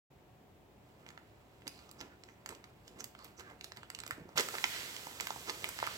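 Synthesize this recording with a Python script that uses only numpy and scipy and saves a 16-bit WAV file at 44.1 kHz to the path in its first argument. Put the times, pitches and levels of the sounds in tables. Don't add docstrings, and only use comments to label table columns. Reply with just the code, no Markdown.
import sys
import numpy as np
from scipy import signal
from scipy.fft import rfft, irfft
from scipy.io import wavfile

SR = 44100
rng = np.random.default_rng(int(sys.argv[2]) if len(sys.argv) > 2 else 0)


def pcm_store(signal):
    levels = np.round(np.clip(np.atleast_2d(signal), -1, 1) * 32767)
    wavfile.write(sys.argv[1], SR, levels.astype(np.int16).T)


N = 263277
TIME = np.arange(N) / SR
PARTS_S, RIP_S, OPEN_S = 4.358, 4.378, 4.415
RIP_FADE_DB_PER_S = 60

# (firmest at [s], release [s], rub [dB], muffled push [dB], fine crinkle [dB])
GRIPS = [(1.074, 0.22, -62.5, -61.5, -67), (1.667, 0.02, -51.5, -46.5, -70), (1.765, 0.43, -66.5, -66, -59),
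         (2.013, 0.12, -54, -53, -67), (2.297, 0.065, -63, -61, -76), (2.51, .1, -53.5, -51.5, -55),
         (2.661, 0.12, -65, -69, -71), (2.881, 0.088, -74, -58.5, -57), (2.996, 0.11, -54.5, -53, -56),
         (3.249, 0.14, -58, -62, -57), (3.399, 0.045, -49.5, -48.5, -51), (3.515, 0.09, -58, -54, -66),
         (3.649, 0.13, -70, -62, -57.5), (3.778, 0.055, -55.5, -58, -55.5),
         (3.998, 0.29, -60.5, -59.5, -58), (4.122, .08, -56, -68, -52), (4.192, 0.34, -63, -55.5, -70),
         (4.319, 0.2, -64, -68, -70)]


def from_db(db):
    return 10 ** (np.asarray(db) / 20)


def rms_one(x):
    return x / np.sqrt(np.mean(x ** 2) + 1e-20)


def energy_one(x):
    return x / np.sqrt(np.sum(x ** 2) + 1e-20)


def at_hz(points, hz, column=1):
    points = np.array(points)
    return np.interp(np.log(hz), np.log(points[:, 0]), points[:, column])


def cut(x, hz, kind, order=2):
    return signal.sosfilt(signal.butter(order, np.clip(hz, 10, .45 * SR), kind, fs=SR, output="sos"), x)


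def colour(x, spectrum, size=8192):
    hz = np.maximum(np.arange(size // 2 + 1) * SR / size, 1)
    cepstrum = irfft(np.log(from_db(at_hz(spectrum, hz))))
    cepstrum[1:size // 2] *= 2
    cepstrum[size // 2 + 1:] = 0
    return signal.oaconvolve(x, irfft(np.exp(rfft(cepstrum))))[:len(x)]


def delay(x, s):
    return np.interp(TIME - s, TIME, x, left=0)


def add(out, s, sound):
    start = int(s * SR)
    out[start:start + len(sound)] += sound[:N - start]


def surge(s, release_s, rise):
    return 10 ** -np.minimum(np.maximum((s - TIME) / rise, TIME - s) / release_s, 10)


def opened(attack_s):
    return np.clip((TIME - PARTS_S) / attack_s + .5, 0, 1)


def diffuse(size, alike_hz=800):
    mid, side = rng.standard_normal((2, size))
    side = cut(side, alike_hz, "high", order=1)
    side += 0.19 * cut(rng.standard_normal(size), alike_hz, "low", order=1)
    return np.array([mid + side, mid - side]) / np.sqrt(2)


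def grains(spectrum, per_s, spread_db, smooth, clump_hz=60):
    knots = rng.standard_normal(4096)
    clumping = rms_one(np.interp(TIME * clump_hz, np.arange(len(knots)), knots))
    slips = rng.random(N) < per_s * from_db(4 * clumping) / SR
    sizes = from_db(spread_db * np.minimum(rng.exponential(1, N), 3.5)) * rng.choice([-1, 1], N)
    return rms_one(colour(rms_one(slips * sizes) + smooth * rng.standard_normal(N), spectrum))


def room_tone(rumble_db=-61.07, hiss_db=-71, lean_db=2):
    # (frequency [Hz], level [dB])
    spectrum = [(15, -40), (30, -26), (50, -3.5), (65, -2.5), (110, -0.5), (200, -5), (280, -7.5),
                (360, -5), (500, -11), (640, -10), (735, -12.5), (900, -13.5), (1300, -22), (2500, -24.5),
                (5000, -34), (8000, -39), (16000, -27)]
    rumble = rms_one(np.array([colour(side, spectrum) for side in diffuse(N)]))
    hiss = cut(rng.standard_normal((2, N)), 10700, "high", order=4) * from_db([[lean_db], [-lean_db]])
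    return from_db(rumble_db) * rumble + from_db(hiss_db) * hiss


def hum():
    # (pitch [Hz], width [Hz], level [dB])
    tones = [(118.8, 22, -73.5), (736, 26, -77)]
    return sum(from_db(db) * rms_one(cut(rng.standard_normal(N), [hz - wide / 2, hz + wide / 2], "band"))
               for hz, wide, db in tones)


def handling(push_trim_db=-2, rub_trim_db=-3.5, crinkle_trim_db=-4):
    # (frequency [Hz], level [dB])
    push_eq = [(60, -0.5), (150, -5.5), (350, 1), (650, -7), (1000, -11), (2000, -30.5)]
    rub_eq = [(300, -23), (700, -2), (1100, 4.5), (1750, -1.5), (2300, 0), (5000, -38)]
    crinkle_eq = [(1000, -36), (2500, 12.5), (4500, 6.5), (6500, 0.5), (9000, 3), (16000, 4.5)]
    power = from_db([[-72.5], [-74], [-71]]) ** 2
    for s, release_s, *levels in GRIPS:
        power = power + np.outer(from_db(levels), surge(s, release_s, rise=0.65)) ** 2
    rub, push, crinkle = np.sqrt(power)
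    push *= from_db(push_trim_db) * grains(push_eq, per_s=700, spread_db=1.3, smooth=0.4)
    rub *= from_db(rub_trim_db) * grains(rub_eq, per_s=900, spread_db=1.2, smooth=0.78)
    crinkle *= from_db(crinkle_trim_db) * grains(crinkle_eq, per_s=600, spread_db=2, smooth=0.65)
    touching = np.interp(TIME, [.7, .9, 4.34, 4.38], [0, 1, 1, 0])
    return touching * (push + rub + crinkle)


def ring(t, hz, cycles, build=0.59):
    attack = 1 - np.exp(-build * t * hz)
    return energy_one(np.sin(2 * np.pi * hz * t) * from_db(-60 * t * hz / cycles) * attack)


def snaps(panel_cycles=6.1, rise_s=0.00042, crack_s=0.00018, shiver_s=0.0016, level_window_s=.004):
    # (time [s], panel pitch [Hz], panel level [dB], crack pitch [Hz], crack level [dB], sharp edge [dB])
    creases = [(1.0642, 2200, -51.5, 2930, -59, -78), (1.0888, 2030, -52, 4360, -50.5, -68),
               (1.104, 1650, -53.5, 3040, -56, -70), (1.1764, 1670, -48, 2840, -66, -83),
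               (1.62, 1980, -58, 2910, -80, -88), (1.6703, 2300, -46.5, 7000, -50, -61),
               (1.6779, 2430, -44, 4750, -36, -45.5), (1.7906, 1780, -59, 4400, -56, -78),
               (1.892, 1100, -61, 5800, -53, -73), (1.9128, 860, -80, 7700, -50, -54.5),
               (2.0051, 910, -53, 5800, -44, -64), (2.0113, 1690, -46.5, 4660, -40.5, -59),
               (2.2364, 1800, -57, 4100, -48.5, -82), (2.2882, 1980, -54, 2910, -74, -85),
               (2.4607, 1840, -43, 6900, -42.5, -53), (2.4905, 1790, -48, 7800, -40.5, -53),
               (2.525, 940, -52.5, 7270, -68, -80), (2.5496, 1970, -69, 2910, -49, -69),
               (2.6411, 2030, -51.5, 5400, -53.5, -69), (2.879, 1950, -56, 6600, -52, -66),
               (3.0063, 1590, -48, 6200, -46, -55), (3.042, 2120, -47.5, 7900, -38.5, -44.5),
               (3.1503, 1530, -50.5, 3370, -72, -84), (3.1896, 1260, -55, 5030, -54, -69),
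               (3.2447, 900, -69, 4240, -54, -52), (3.5106, 810, -51.5, 4520, -63, -72),
               (3.6103, 2430, -45.5, 3650, -43.5, -64), (3.643, 2000, -46.5, 3870, -39.5, -50),
               (3.7197, 1670, -47.5, 4060, -44, -84), (3.771, 1890, -48, 3970, -48, -62),
               (3.8317, 1380, -48, 2980, -56, -81), (3.9016, 1700, -44.5, 8300, -40.5, -55),
               (3.9486, 2630, -76, 2860, -37, -55), (3.9885, 2250, -46.5, 7950, -43.5, -59),
               (4.002, 1550, -54, 7500, -39.5, -60), (4.0363, 2170, -44.5, 4570, -48, -60),
               (4.0645, 1500, -48.5, 7800, -42, -56), (4.0772, 1970, -48.5, 7700, -48, -49.5),
               (4.109, 1790, -33.5, 7540, -48, -49), (4.2907, 816, -53.5, 5770, -61, -72),
               (4.3582, 840, -46, 6990, -73, -73), (4.3659, 810, -50, 4070, -58, -61),
               (4.3756, 1380, -29, 2920, -28.5, -40.5), (4.3886, 1950, -30, 2910, -43, -55),
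               (4.3803, 2190, -41, 5430, -23, -51), (4.3962, 2000, -32, 5400, -30, -41),
               (4.4071, 1020, -44, 8200, -29.5, -43), (4.4868, 1340, -38, 7850, -40, -56),
               (4.5412, 870, -39, 2910, -51, -54), (4.552, 1340, -38.5, 3330, -55, -58),
               (4.5839, 2270, -36.5, 2910, -57, -59), (4.6409, 1880, -23.5, 2920, -28, -63),
               (4.9647, 2400, -43.5, 2910, -40, -67), (5.0688, 895, -42.5, 5420, -49, -55),
               (5.2, 2000, -35, 2930, -62, -62), (5.208, 1130, -42.5, 7550, -31.5, -44),
               (5.2703, 2190, -35.5, 3140, -36.5, -45), (5.3051, 800, -35, 3630, -38, -63),
               (5.3606, 784, -44, 8100, -63, -64), (5.483, 980, -45.5, 2910, -47, -74),
               (5.4959, 2140, -34.5, 2910, -41, -50), (5.501, 1850, -51, 4380, -35, -50),
               (5.6428, 2240, -30.5, 2770, -33, -47), (5.6895, 1640, -41.5, 7750, -40.5, -40),
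               (5.7888, 1710, -39.5, 4230, -42, -68), (5.8008, 2010, -40.5, 2910, -54, -73),
               (5.8275, 900, -30, 3880, -53, -68), (5.84, 1900, -39, 2910, -55, -71),
               (5.867, 2440, -37, 2980, -41, -47.5), (5.8726, 1220, -33, 2910, -59, -65)]
    out, t = np.zeros(N), np.arange(1024) / SR
    burst = (np.exp(-t / crack_s) + 0.4 * np.exp(-t / shiver_s)) * (1 - np.exp(-t / rise_s))
    for s, hz, panel_db, crack_hz, crack_db, edge_db in [*creases, *small_creases(), *zip_jerks()]:
        jolts = rng.standard_normal((3, len(t))) * burst
        overtone = 0.48 * rng.standard_normal() * ring(t, 1.61 * hz, panel_cycles)
        flutter = 0.81 * energy_one(cut(jolts[0], [0.37 * hz, 1.62 * hz], "band"))
        panel = from_db(panel_db + 1) * energy_one(ring(t, hz, panel_cycles) + overtone + flutter)
        ping = 0.79 * ring(t, crack_hz, cycles=18)
        click = energy_one(cut(jolts[1], [2700, 6800], "band"))
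        crack = from_db(crack_db - 3.5) * energy_one(ping + click)
        edge = from_db(edge_db + 8) * energy_one(cut(jolts[2], [9000, 16500], "band", order=3))
        add(out, s, (panel + crack + edge) * np.sqrt(level_window_s * SR))
    return out


def small_creases(per_grip=2, scatter_s=.016, panel_hz=1500, crack_hz=5000):
    rows = []
    for s, _, rub_db, _, crinkle_db in GRIPS:
        for when, size, panel, crack in rng.uniform(-1, 1, (per_grip, 4)):
            size_db = 3 * size
            rows.append((s + scatter_s * when, panel_hz * 1.4 ** panel, rub_db - 3 + size_db,
                         crack_hz * 1.6 ** crack, crinkle_db - 2 + size_db, crinkle_db - 13 + size_db))
    return rows


def skids(q=9.4, slips_per_s=1500, smooth=0.53, trim_db=-3):
    # (midpoint [s], length [s], pitch [Hz], level [dB])
    strokes = [(1.773, 0.14, 4450, -62), (1.85, 0.22, 1180, -65), (1.997, 0.036, 5270, -58),
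               (2.126, 0.077, 1520, -60.5), (2.305, 0.11, 6100, -71.5), (3.005, 0.023, 6000, -44),
               (3.212, 0.076, 1110, -55.5), (3.217, 0.12, 4370, -61.5), (3.391, 0.054, 6000, -56.5),
               (3.47, .15, 1630, -56), (3.489, 0.097, 1150, -58), (3.662, 0.044, 3800, -61),
               (3.837, 0.063, 2980, -60), (4.123, 0.037, 1760, -48)]
    out = np.zeros(N)
    for s, length_s, hz, db in strokes:
        size = int(length_s * SR)
        slips = rng.standard_normal(N) * (rng.random(N) < slips_per_s / SR)
        friction = (rms_one(slips) + smooth * rng.standard_normal(N))[:size]
        squeak = rms_one(signal.lfilter(*signal.iirpeak(hz, q, fs=SR), friction))
        arch = np.sin(np.pi * np.arange(size) / size)
        add(out, s - length_s / 2, from_db(db + trim_db) * squeak * arch)
    return out


def bumps(cycles=7.7):
    # (time [s], pitch [Hz], level [dB])
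    thuds = [(4.125, 109, -45.5), (4.182, 278, -42.5), (4.205, 168, -45), (4.217, 168, -42),
             (4.255, 340, -43.5), (4.355, 152.4, -40.5)]
    out, t = np.zeros(N), np.arange(SR // 10) / SR
    for s, hz, db in thuds:
        add(out, s, from_db(db) * np.sin(2 * np.pi * hz * t) * from_db(-60 * t * hz / cycles))
    return out


def zip_rip(first_give_db=-56, rip_db=-39.5, release_s=0.011):
    # (frequency [Hz], level [dB])
    strip_eq = [(100, -26), (250, -1), (400, 4.5), (750, 3), (1200, -6), (2500, -1.5), (5500, -15),
                (9000, -22), (16000, -24)]
    pull_db = np.interp(TIME, [PARTS_S, RIP_S], [first_give_db, rip_db])
    fade_db = RIP_FADE_DB_PER_S * np.maximum(TIME - RIP_S, 0)
    gate = opened(attack_s=0.0027) * 10 ** -np.clip((TIME - OPEN_S) / release_s, 0, 10)
    return from_db(pull_db - fade_db) * gate * grains(strip_eq, per_s=550, spread_db=3, smooth=.1)


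def zip_jerks(count=8, per_s=170, jerk_db=-38.5, panel_hz=1600, crack_hz=4200):
    rows = []
    for k, (when, panel, crack) in enumerate(rng.uniform(-1, 1, (count, 3))):
        after_s = (k - 1 + .3 * when) / per_s
        db = jerk_db - RIP_FADE_DB_PER_S * after_s
        rows.append((RIP_S + after_s, panel_hz * 1.7 ** panel, db,
                     crack_hz * 1.26 ** crack, db - 5, db - 10))
    return rows


def swell(creep_db=-62.5, trim_db=4.5):
    # (peak time [s], release [s], level [dB])
    patches = [(4.4, 0.11, -48.5), (4.549, 0.084, -50.5), (4.82, 0.73, -59.5), (5.22, 0.15, -53),
               (5.488, 0.066, -49), (5.655, 0.13, -53), (5.9, 0.19, -55.5)]
    # (frequency [Hz], level [dB])
    crumple_eq = [(50, -40), (150, -7), (380, 8.5), (800, 5), (1300, 5.5), (2500, 4.5), (6000, -1),
                  (16000, -29)]
    power = from_db(creep_db) ** 2
    for s, release_s, db in patches:
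        power = power + (from_db(db) * surge(s, release_s, rise=0.52)) ** 2
    crumple = grains(crumple_eq, per_s=700, spread_db=1.1, smooth=0.25)
    return from_db(trim_db) * opened(attack_s=0.017) * np.sqrt(power) * crumple


def inrush(jet_trim_db=-1, slot_trim_db=1):
    # (time [s], level [dB])
    flow = [(4.385, -39), (4.47, -43), (4.69, -40), (4.96, -45), (5.17, -48), (5.25, -45), (5.43, -46.5),
            (5.8, -45.5), (5.97, -47)]
    # (frequency [Hz], level [dB])
    jet_eq = [(60, -31), (200, 1), (500, -9), (1000, 0.5), (2000, 0), (3500, 1.5), (5000, -0.5), (7700, -1),
              (11000, 4), (16000, 3.5)]
    # (peak time [s], release [s], pitch [Hz], level [dB])
    narrowings = [(4.385, .06, 2300, -37), (4.755, .36, 1949, -44.5), (5.85, .4, 1999, -48.5)]
    # (pitch ratio, width [Hz], level [dB])
    slot_modes = [(1.0, 380, -0.5), (1.55, 900, -0.5), (2.2, 1980, 0.5)]
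    jet_gain = from_db(np.interp(TIME, *np.transpose(flow)) + jet_trim_db)
    surges = np.array([from_db(db) * surge(s, release_s, rise=.55) for s, release_s, _, db in narrowings])
    slot_gain = surges.sum(axis=0)
    pitch_hz = np.array([hz for _, _, hz, _ in narrowings]) @ surges / slot_gain
    phase = 2 * np.pi * np.cumsum(pitch_hz) / SR
    streams = []
    for noise in [rng.standard_normal(N), *diffuse(N)]:
        resonance = 0
        for ratio, width_hz, db in slot_modes:
            a, b = cut(rng.standard_normal((2, N)), width_hz / 2, "low", order=1)
            resonance += from_db(db) * rms_one(a * np.cos(ratio * phase) + b * np.sin(ratio * phase))
        whistle = from_db(slot_trim_db) * rms_one(cut(resonance, [1100, 6000], "band"))
        streams.append(jet_gain * rms_one(colour(noise, jet_eq)) + slot_gain * whistle)
    gap = opened(attack_s=0.0069) * np.interp(TIME, [PARTS_S, RIP_S], [.4, 1])
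    aimed, *around = np.array(streams) * gap
    return from_db(-2) * direct_path(aimed) + from_db([[-3], [-1]]) * around


def settling(db=-61):
    growth = np.interp(TIME, [4.4, 5.3, 5.97], [0, .6, 1.1])
    return from_db(db) * growth * rms_one(cut(rng.standard_normal(N), [55, 135], "band"))


def direct_path(x, lag_s=0.00017, gain_db=2.5):
    # (frequency [Hz], gain [dB])
    shadow_eq = [(100, -3.5), (500, -2), (1000, -3.5), (2000, -7), (4500, -8.5), (8000, -10.5), (16000, 2)]
    return np.array([delay(colour(x, shadow_eq), lag_s), x]) * from_db(gain_db)


def early_sound(x, ceiling_s=0.014, ceiling_db=-17, scatter_s=0.0022, scatter_db=-11):
    x = x + from_db(ceiling_db) * delay(x, ceiling_s)
    t = np.arange(512) / SR
    noises = rng.standard_normal((2, len(t)))
    paths = np.array([energy_one(side * t * np.exp(-t / scatter_s)) for side in noises])
    scatter = signal.oaconvolve(cut(x, 1080, "high", order=1)[None], paths, axes=1)[:, :N]
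    return direct_path(x) + from_db(scatter_db) * scatter


def reverb(x, build_s=0.0033):
    # (frequency [Hz], t60 [s], level [dB])
    decay = [(101, 0.35, -4.5), (412, 0.65, -3), (1030, 0.18, -8.5), (2070, 0.53, -8.5), (4600, 0.31, -9.5),
             (7500, 0.26, -10), (16000, 0.36, -7.5)]
    t = np.arange(int(.7 * SR)) / SR
    edges_hz = 62.5 * 2 ** np.arange(0, 8.1, .5)
    noises, tail = [diffuse(len(t)), diffuse(len(t))], 0
    for k, (low, high) in enumerate(zip(edges_hz, edges_hz[1:])):
        hz = np.sqrt(low * high)
        fade = energy_one(from_db(-60 * t / at_hz(decay, hz)) * (1 - np.exp(-t / build_s)))
        tail += from_db(at_hz(decay, hz, column=2)) * fade * cut(noises[k % 2], [low, high], "band")
    return signal.fftconvolve(tail, x[None], axes=1)[:, :N]


def scene():
    film = snaps() + skids() + handling() + zip_rip() + swell()
    bag = cut(film + bumps() + settling(), 69, "high")
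    return early_sound(bag) + reverb(bag) * from_db([[-.8], [.8]]) + inrush() + room_tone() + hum()


def record(dry, start_s=.1, fade_s=.01, cutoff_hz=16000):
    # (frequency [Hz], gain [dB])
    microphone_eq = [(6000, 0), (7800, 3.5), (8700, -4), (10000, -7.5), (12000, -8), (16000, -8.5)]
    fade_in = np.clip((TIME - start_s) / fade_s, 0, 1)
    sound = np.array([colour(side, microphone_eq) for side in dry]) * fade_in
    return signal.sosfilt(signal.ellip(10, .2, 70, cutoff_hz, fs=SR, output="sos"), sound)


dry = scene()
out = record(dry)
pcm_store(out)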